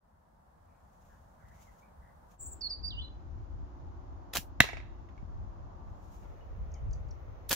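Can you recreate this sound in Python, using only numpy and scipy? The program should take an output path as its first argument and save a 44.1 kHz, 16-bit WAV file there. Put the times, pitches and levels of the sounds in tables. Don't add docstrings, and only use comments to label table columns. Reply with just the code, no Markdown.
import sys
import numpy as np
from scipy import signal
from scipy.fft import rfft, irfft, next_fast_len
from scipy.io import wavfile

SR = 44100
rng = np.random.default_rng(int(sys.argv[2]) if len(sys.argv) > 2 else 0)


def store_wav(level_fs):
    pcm = np.round(np.clip(np.atleast_2d(level_fs), -1, 1) * 32767)
    wavfile.write(sys.argv[1], SR, pcm.T.astype(np.int16))


N = 332938
TIME = np.arange(N) / SR


def from_db(db):
    return 10 ** (np.asarray(db) / 20)


def at_hz(points, hz):
    knots, values = np.transpose(points)
    return np.interp(np.log(np.maximum(hz, 1)), np.log(knots), values)


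def panned(x, pan_db):
    return x * from_db([[pan_db / 2], [-pan_db / 2]])


def add(out, start_s, sound):
    start = max(round(start_s * SR), 0)
    out[:, start:start + sound.shape[-1]] += sound[..., :N - start]


def drift(rate_hz, size=N):
    steps = np.arange(size) * rate_hz / SR
    return np.interp(steps, np.arange(4096), rng.standard_normal(4096))


def swell(peak_s, level_db, rise_s, fall_s):
    return from_db(level_db) * np.exp(-np.maximum((peak_s - TIME) / rise_s, (TIME - peak_s) / fall_s))


def noise(spectrum, likeness, tilt_db=0, size=N):
    padded = next_fast_len(size, real=True)
    hz = np.fft.rfftfreq(padded, 1 / SR)
    alike = np.clip(at_hz(likeness, hz) if np.ndim(likeness) else likeness, -.7, 1)
    gain = from_db(at_hz(spectrum, hz) + tilt_db * np.log2(1 + hz / 1000))
    mid, side = gain * np.exp(2j * np.pi * rng.random((2, len(hz))))
    width = np.sqrt((1 - alike) / (1 + alike))
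    pair = irfft(mid + width * side * [[1], [-1]], padded)[:, :size]
    return pair / np.std(pair.mean(axis=0))


def bursts(rows, spectrum, likeness, size=4096):
    out, t = np.zeros((2, N)), (np.arange(size) - size // 4) / SR
    for peak_s, level_db, rise_s, decay_s, tilt_db in rows:
        shape = np.exp(np.where(t < 0, t / rise_s, -t / decay_s))
        add(out, peak_s + t[0], from_db(level_db) * shape * noise(spectrum, likeness, tilt_db, size))
    return out


def scatter(x, t60s, likeness, tilt_db=0, size=32768):
    t, hz = np.arange(size) / SR, np.fft.rfftfreq(size, 1 / SR)
    spectrum = rfft(noise([(1, 0), (SR, 0)], likeness, tilt_db, size))
    edges_hz = 60 * 2 ** (np.arange(18) / 2)
    echoes = np.zeros((2, size))
    for low, high in zip(edges_hz, edges_hz[1:]):
        band = irfft(spectrum * ((hz >= low) & (hz < high)))
        echoes += band * 1000 ** (-t / at_hz(t60s, np.sqrt(low * high)))
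    return signal.oaconvolve(x, echoes / np.sqrt(np.sum(echoes ** 2) / 2), axes=1)[:, :N]


def present(start_s, end_s, fade_s=.05):
    return np.clip(np.minimum(TIME - start_s, end_s - TIME) / fade_s, 0, 1)


# start_s, end_s
MIC_SPOTS = [(0, 2.39), (2.37, 6.27), (6.22, 7.65)]

def at_spots(levels_db, fade_in_db=9, fade_in_s=.8):
    steady = sum(from_db(level_db) * present(*spot) for spot, level_db in zip(MIC_SPOTS, levels_db))
    return steady * from_db(-fade_in_db * np.exp(-TIME / fade_in_s))


# freq_hz, density_db
HUM_SPECTRA = [
    [(88, -29), (150, 1.5), (223, -2), (246, -8.5), (410, -14), (545, -8), (588, -7.5), (910, -6),
     (1740, -19), (2310, -32), (2540, -34), (14000, -38)],
    [(80, -21), (150, 1.5), (330, 5), (450, -3.5), (750, -1.5), (1000, -3), (1500, -12), (2300, -24),
     (4000, -28.5), (6800, -29.5), (8000, -49.5), (15000, -43)],
    [(88, -28), (150, -7), (193, -10), (229, -6.5), (525, -4.5), (567, -4.5), (1380, -14.5), (1570, -21.5),
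     (1870, -21.5), (2970, -31), (4720, -37.5), (6550, -35), (7940, -57), (15000, -43.5)],
]
HUM_LEVELS = [-63, -60.6, -59.5]
# freq_hz, likeness
HUM_STEREO = [(150, .6), (380, .5), (700, -.35), (1100, -.05), (2400, -0.09), (15000, 0.12)]

def country_hum(fade_s=.01):
    hum = np.zeros((2, N))
    for (start_s, end_s), spectrum in zip(MIC_SPOTS, HUM_SPECTRA):
        size = int((end_s - start_s) * SR)
        soft_ends = signal.windows.tukey(size, 2 * fade_s / (end_s - start_s))
        add(hum, start_s, noise(spectrum, HUM_STEREO, size=size) * soft_ends)
    return at_spots(HUM_LEVELS) * hum


BREEZE_LEVELS = [-61.5, -52, -52]
# peak_s, level_db
MIC_GUSTS = [(1.45, -62.5), (2.95, -43.5), (3.379, -41.5), (3.85, -47), (4.75, -46.5), (5.44, -43),
             (6.62, -44), (6.9, -39.5)]
# freq_hz, density_db
EDDY_SPECTRUM = [(11, -40), (18, -16.5), (46, -1), (68, -1), (83, -3), (233, -29), (260, -27), (340, -55.5),
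                 (570, -120)]

def wind(gain_db=1, lumpy_db=2.8, buffet_db=-52):
    gust_power = sum(swell(s, level_db, rise_s=.17, fall_s=.27) ** 2 for s, level_db in MIC_GUSTS)
    strength = np.sqrt(at_spots(BREEZE_LEVELS) ** 2 + gust_power)
    eddies = noise(EDDY_SPECTRUM, likeness=[(50, .05), (200, .4)])
    shared = eddies.mean(axis=0)
    apart = np.minimum(strength / from_db(buffet_db), 1)
    rumble = shared + apart * (eddies - shared)
    return panned(rumble * strength * from_db(gain_db + lumpy_db * drift(13)), pan_db=2)


def whistle(hz, level_db, octave_db=-40, attack_s=.016, release_s=.016):
    t, phase = np.arange(len(hz)) / SR, 2 * np.pi * np.cumsum(hz) / SR
    shape = np.minimum(t / attack_s, 1) * np.minimum((t[-1] - t) / release_s, 1)
    tone = np.sin(phase) + from_db(octave_db) * np.sin(2 * phase)
    return from_db(level_db) * np.sqrt(2) * shape * tone


def warbled(hz, level_db, depth_hz, octave_db=-40, warble_hz=150, flutter_db=4):
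    size = len(hz)
    phase = 2 * np.pi * warble_hz * np.arange(size) / SR + drift(60, size)
    warble = np.sin(phase) + .5 * drift(200, size)
    return whistle(hz + depth_hz * warble, level_db + flutter_db * drift(90, size), octave_db)


# start_s, length_s, first_hz, last_hz, level_db
FIELD_CALLS = [(.64, .18, 2310, 2370, -86), (1.067, .14, 1566, 1663, -71), (1.36, .09, 1480, 1560, -71),
               (1.39, 0.18, 1960, 1700, -72), (1.515, .12, 2176, 2090, -74.5),
               (1.662, .046, 2240, 1870, -67.5), (1.81, 0.062, 2200, 2580, -74),
               (1.995, .15, 1940, 1825, -73), (6.4, 0.029, 2946, 2870, -70),
               (6.736, .048, 2550, 1880, -67.5), (6.747, 0.032, 3400, 2800, -73)]

def far_birds(direct_db=-5, echo_db=-2, rasp_hz_per_s=1100):
    calls = np.zeros((2, N))
    for start_s, length_s, first_hz, last_hz, level_db in FIELD_CALLS:
        size = int(length_s * SR)
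        call = warbled(np.geomspace(first_hz, last_hz, size), level_db, rasp_hz_per_s * length_s)
        add(calls, start_s, call * signal.windows.tukey(size, .6))
    echoes = scatter(calls, [(2000, .24), (4500, .31)], likeness=.065)
    return from_db(direct_db) * calls + from_db(echo_db) * echoes


# peak_s, level_db, spread_s
GRASS_FLURRIES = [(1.1, -79, 0.22), (1.487, -71.5, .005), (1.63, -71, .075), (1.8, -75, .025),
                  (2.32, -71, .025), (6.15, -72, .12)]
# freq_hz, density_db
GRASS_SPECTRUM = [(1500, -8), (2500, 3), (4500, -3), (6700, 6.5), (8500, -7), (13500, -2), (16000, -4.5)]

def grass(crisp_db=2):
    flurries = sum(swell(s, level_db, spread_s, spread_s) for s, level_db, spread_s in GRASS_FLURRIES)
    return noise(GRASS_SPECTRUM, likeness=.15) * flurries * from_db(crisp_db * drift(73))


# start_s, length_s, first_hz, held_hz, last_hz, level_db, pan_db, depth_hz
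HEDGE_SONG = [(2.607, .076, 5800, 4420, 4260, -39, -7, 100), (2.695, .058, 5760, 4660, 4590, -37.5, -1, 42),
              (2.828, .072, 5290, 4600, 4870, -44.5, -7, 30),
              (2.848, 0.039, 5600, 5550, 5440, -53.5, 5, 55),
              (2.897, .122, 5400, 2678, 3220, -48.5, -4, 22), (2.982, .056, 3400, 3370, 3670, -56, 5, 90),
              (3.013, 0.054, 3630, 4060, 3960, -51, 0, 20)]
BUZZ_START_S, BUZZ_LENGTH_S, BUZZ_HZ, BUZZ_DB = 2.378, .174, 7660, -48.3

def near_bird(scoop_hz_per_s=210000, port_lag_s=.00017, echo_db=-9):
    song, size = np.zeros((2, N)), int(BUZZ_LENGTH_S * SR)
    buzz = warbled(BUZZ_HZ + 200 * drift(980, size), BUZZ_DB, depth_hz=300, octave_db=-11)
    add(song, BUZZ_START_S, panned(buzz * signal.windows.tukey(size, .3), pan_db=5))
    for start_s, length_s, first_hz, held_hz, last_hz, level_db, pan_db, depth_hz in HEDGE_SONG:
        t = np.arange(int(length_s * SR)) / SR
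        scoop = (first_hz - held_hz) * np.exp(-t * scoop_hz_per_s / (abs(first_hz - held_hz) + 1))
        bend = (last_hz - held_hz) * (t / length_s) ** 2
        note = warbled(held_hz + scoop + bend, level_db, depth_hz, octave_db=-42, warble_hz=120)
        add(song, start_s, panned(note, pan_db))
    song[0] = np.interp(TIME - port_lag_s, TIME, song[0])
    echoes = scatter(song, [(2000, .28), (4500, .34), (8000, .23)], likeness=.065)
    return song + from_db(echo_db) * echoes


# (pitch_hz, level_db)
VEHICLES = [(4.2, .5, -66, [(262, -70), (285, -69), (334, -69), (361, -70)]), (5.8, .38, -64, [(172, -69),
            (205, -68), (1163, -78)])]
# freq_hz, density_db
TYRE_SPECTRUM = [(300, -22), (550, -3), (850, 0), (1150, -6), (1600, -22), (2600, -42), (5000, -70)]

def traffic(waver_hz=1.3, throb_db=2, engine_db=1.5, drone_spread=1.7):
    out, roar = np.zeros((2, N)), noise(TYRE_SPECTRUM, likeness=-.3)
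    for loudest_s, spread_s, roar_db, tones in VEHICLES:
        out += roar * from_db(roar_db) * np.exp(-.5 * ((TIME - loudest_s) / spread_s) ** 2)
        nearness = np.exp(-.5 * ((TIME - loudest_s) / (drone_spread * spread_s)) ** 2)
        for pitch_hz, level_db in tones:
            tone = np.sqrt(2) * np.sin(2 * np.pi * np.cumsum(pitch_hz + waver_hz * drift(11)) / SR)
            out += tone * nearness * from_db(engine_db + level_db + throb_db * drift(6))
    return out * present(*MIC_SPOTS[1])


# slap_s, level_db, rebound_s, release_tilt_db (per octave)
BAND_SHOTS = [(4.3600, -24, .0107, 3), (7.5176, -20, .0117, 11)]
# freq_hz, density_db
RUBBER_SPECTRUM = [(80, 10.5), (250, 3.5), (700, 6), (1300, 5.5), (2400, 3.5), (3500, 2), (5000, -0.5),
                   (7200, -3.5), (8400, -10.5), (11000, -9.5), (15200, -8.5), (16500, -20)]
# relative_db, rise_s, decay_s, tilt_db (per octave)
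BAND_WHIP = (-4, .0034, .003, 2)
BAND_SLAP = (-.5, .0005, .0012, 2)
BAND_RECOIL = (-7.5, .002, .003, .5)
BAND_SLAP_BACK = (2, .0009, .0011, 3)
BAND_FLUTTER = (-9, .0015, .006, 5)
RELEASE_DB, RELEASE_RISE_S, RELEASE_DECAY_S = -11.5, .0018, .005

def slingshot(flight_s=.0232, whip_lead_s=.0046, flutter_lag_s=.005, ground_db=-6.5):
    puffs = []
    for slap_s, level_db, rebound_s, release_tilt_db in BAND_SHOTS:
        release = (RELEASE_DB, RELEASE_RISE_S, RELEASE_DECAY_S, release_tilt_db)
        stages = [(-flight_s, release), (-whip_lead_s, BAND_WHIP), (0, BAND_SLAP),
                  (rebound_s / 2, BAND_RECOIL), (rebound_s, BAND_SLAP_BACK),
                  (rebound_s + flutter_lag_s, BAND_FLUTTER)]
        for delay_s, (relative_db, *shape) in stages:
            puffs.append((slap_s + delay_s, level_db + relative_db, *shape))
    slaps = bursts(puffs, RUBBER_SPECTRUM, likeness=[(300, 1), (3000, .7), (12000, .072)])
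    ground = scatter(slaps, [(300, .046), (3000, .13), (12000, .16)], likeness=.33)
    return slaps + from_db(ground_db) * ground


# peak_s, level_db
AIR_THUMPS = [(4.386, -37), (5.2295, -42)]
# freq_hz, density_db
THUMP_SPECTRUM = [(30, -10), (80, 0), (200, -2), (450, -22), (1200, -60)]

def thumps(rise_s=.003, decay_s=.006, top_hz=500):
    puffs = [(peak_s, level_db, rise_s, decay_s, 0) for peak_s, level_db in AIR_THUMPS]
    bumps = bursts(puffs, THUMP_SPECTRUM, likeness=.85)
    return signal.sosfilt(signal.butter(2, top_hz, fs=SR, output="sos"), bumps)


# peak_s, level_db, rise_s, decay_s, tilt_db (per octave)
DART_BLOWS = [(4.6033, -14.5, 0.0003, 0.001, -3.5), (4.6049, -8.7, 0.00032, 0.0018, -1.2)]
# freq_hz, density_db
CRACK_SPECTRUM = [(100, -11), (450, -15.5), (1200, 0), (1900, 2.5), (2700, -1), (3600, -2), (5000, -12),
                  (7000, -9), (8300, -19), (14000, -15.5), (16000, -18.5)]
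# pitch_hz, level_db, t60_s, pan_db
TARGET_MODES = [(134.4, -19, 0.031, 2.5), (260.3, -10.5, 0.014, 4.5), (732, -12.5, .016, -2),
                (1860, -6, 0.0082, -1), (1964, -12.5, .018, -3), (2350, -14, 0.0087, -1),
                (2650, -12.5, 0.013, 0.5), (3730, -16.5, 0.016, 0.5)]
# freq_hz, t60_s
FIELD_DECAY = [(100, .15), (450, 0.12), (800, 0.37), (2000, 0.55), (4000, 0.5), (7000, 0.39), (9000, 0.36),
               (16000, 0.2)]

def target(port_lag_s=.00007, hedge_db=-9.5, trees_db=-19, lowest_hz=70):
    hit = bursts(DART_BLOWS, CRACK_SPECTRUM, likeness=[(300, .86), (2500, .9), (5000, .1), (9000, .189)])
    burst_s, t = DART_BLOWS[1][0], np.arange(SR // 4) / SR
    for pitch_hz, level_db, t60_s, pan_db in TARGET_MODES:
        ring = 1000 ** (-t / t60_s) * np.sin(2 * np.pi * pitch_hz * t)
        add(hit, burst_s, panned(from_db(level_db) * ring, pan_db))
    hit = signal.sosfilt(signal.butter(2, lowest_hz, "high", fs=SR, output="sos"), hit)
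    hit[0] = np.interp(TIME - port_lag_s, TIME, hit[0])
    hedge = scatter(hit, [(150, .1), (1500, .064), (6000, .22), (12000, .19)], likeness=.25, tilt_db=-1)
    trees = scatter(hit, FIELD_DECAY, likeness=.1, tilt_db=.5)
    return hit + from_db(hedge_db) * hedge + from_db(trees_db) * trees


# peak_s, level_db
LATE_KNOCKS = [(4.8015, -46), (5.088, -54), (5.178, -54)]
# freq_hz, density_db
CLATTER_SPECTRUM = [(200, -12), (700, -0.5), (1400, -8.5), (2100, 3), (3200, -14), (6500, -20),
                    (9000, -36.5), (16000, -46)]
RATTLE_START_S, RATTLE_DB, BOUNCE_GAP_S, BOUNCE_SHRINK, BOUNCE_LOSS_DB = 4.6415, -27.5, .0478, .895, 3.1

def falling_pieces(count=4, rise_s=.0006, decay_s=.0028, tilt_db=-2.5, direct_db=-4, stems_db=-3):
    gaps_s = BOUNCE_GAP_S * BOUNCE_SHRINK ** np.arange(count - 1)
    times_s = RATTLE_START_S + np.cumsum([0, *gaps_s])
    bounces = [(s, RATTLE_DB - BOUNCE_LOSS_DB * k) for k, s in enumerate(times_s)]
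    knocks = [(s, level_db, rise_s, decay_s, tilt_db) for s, level_db in bounces + LATE_KNOCKS]
    pieces = bursts(knocks, CLATTER_SPECTRUM, likeness=[(700, -.16), (2000, .5)])
    stems = scatter(pieces, [(500, .075), (4000, .16)], likeness=0)
    return from_db(direct_db) * pieces + from_db(stems_db) * stems


# main_s, main_db, lead_db
ALARM_TICKS = [(6.738, -59, -72), (6.930, -57, -63), (7.107, -60.5, -75)]
TICK_LEAD_S, TICK_TOP_HZ, TICK_BOTTOM_HZ = .023, 7700, 4200

def scolding_bird(tick_s=.0095, rasp_db=4, rasp_hz=330, echo_db=-7):
    ticks, size = np.zeros((2, N)), int(tick_s * SR)
    for main_s, main_db, lead_db in ALARM_TICKS:
        for start_s, level_db in (main_s - TICK_LEAD_S, lead_db), (main_s, main_db):
            sweep_hz = np.geomspace(TICK_TOP_HZ, TICK_BOTTOM_HZ, size) + rasp_hz * drift(1220, size)
            rough_db = level_db + rasp_db * drift(1000, size)
            add(ticks, start_s, whistle(sweep_hz, rough_db, attack_s=.0029, release_s=.0027))
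    return ticks + from_db(echo_db) * scatter(ticks, [(4000, .19), (7000, .24)], likeness=.1)


def scene():
    shots = slingshot() + target() + falling_pieces()
    birds = near_bird() + far_birds() + scolding_bird()
    return shots + birds + country_hum() + wind() + grass() + traffic() + thumps()


def record(dry, cutoff_hz=15700):
    lowpass = signal.ellip(10, .2, 80, cutoff_hz, fs=SR, output="sos")
    return signal.sosfilt(lowpass, np.clip(dry, -1, 1))


dry = scene()
out = record(dry)
store_wav(out)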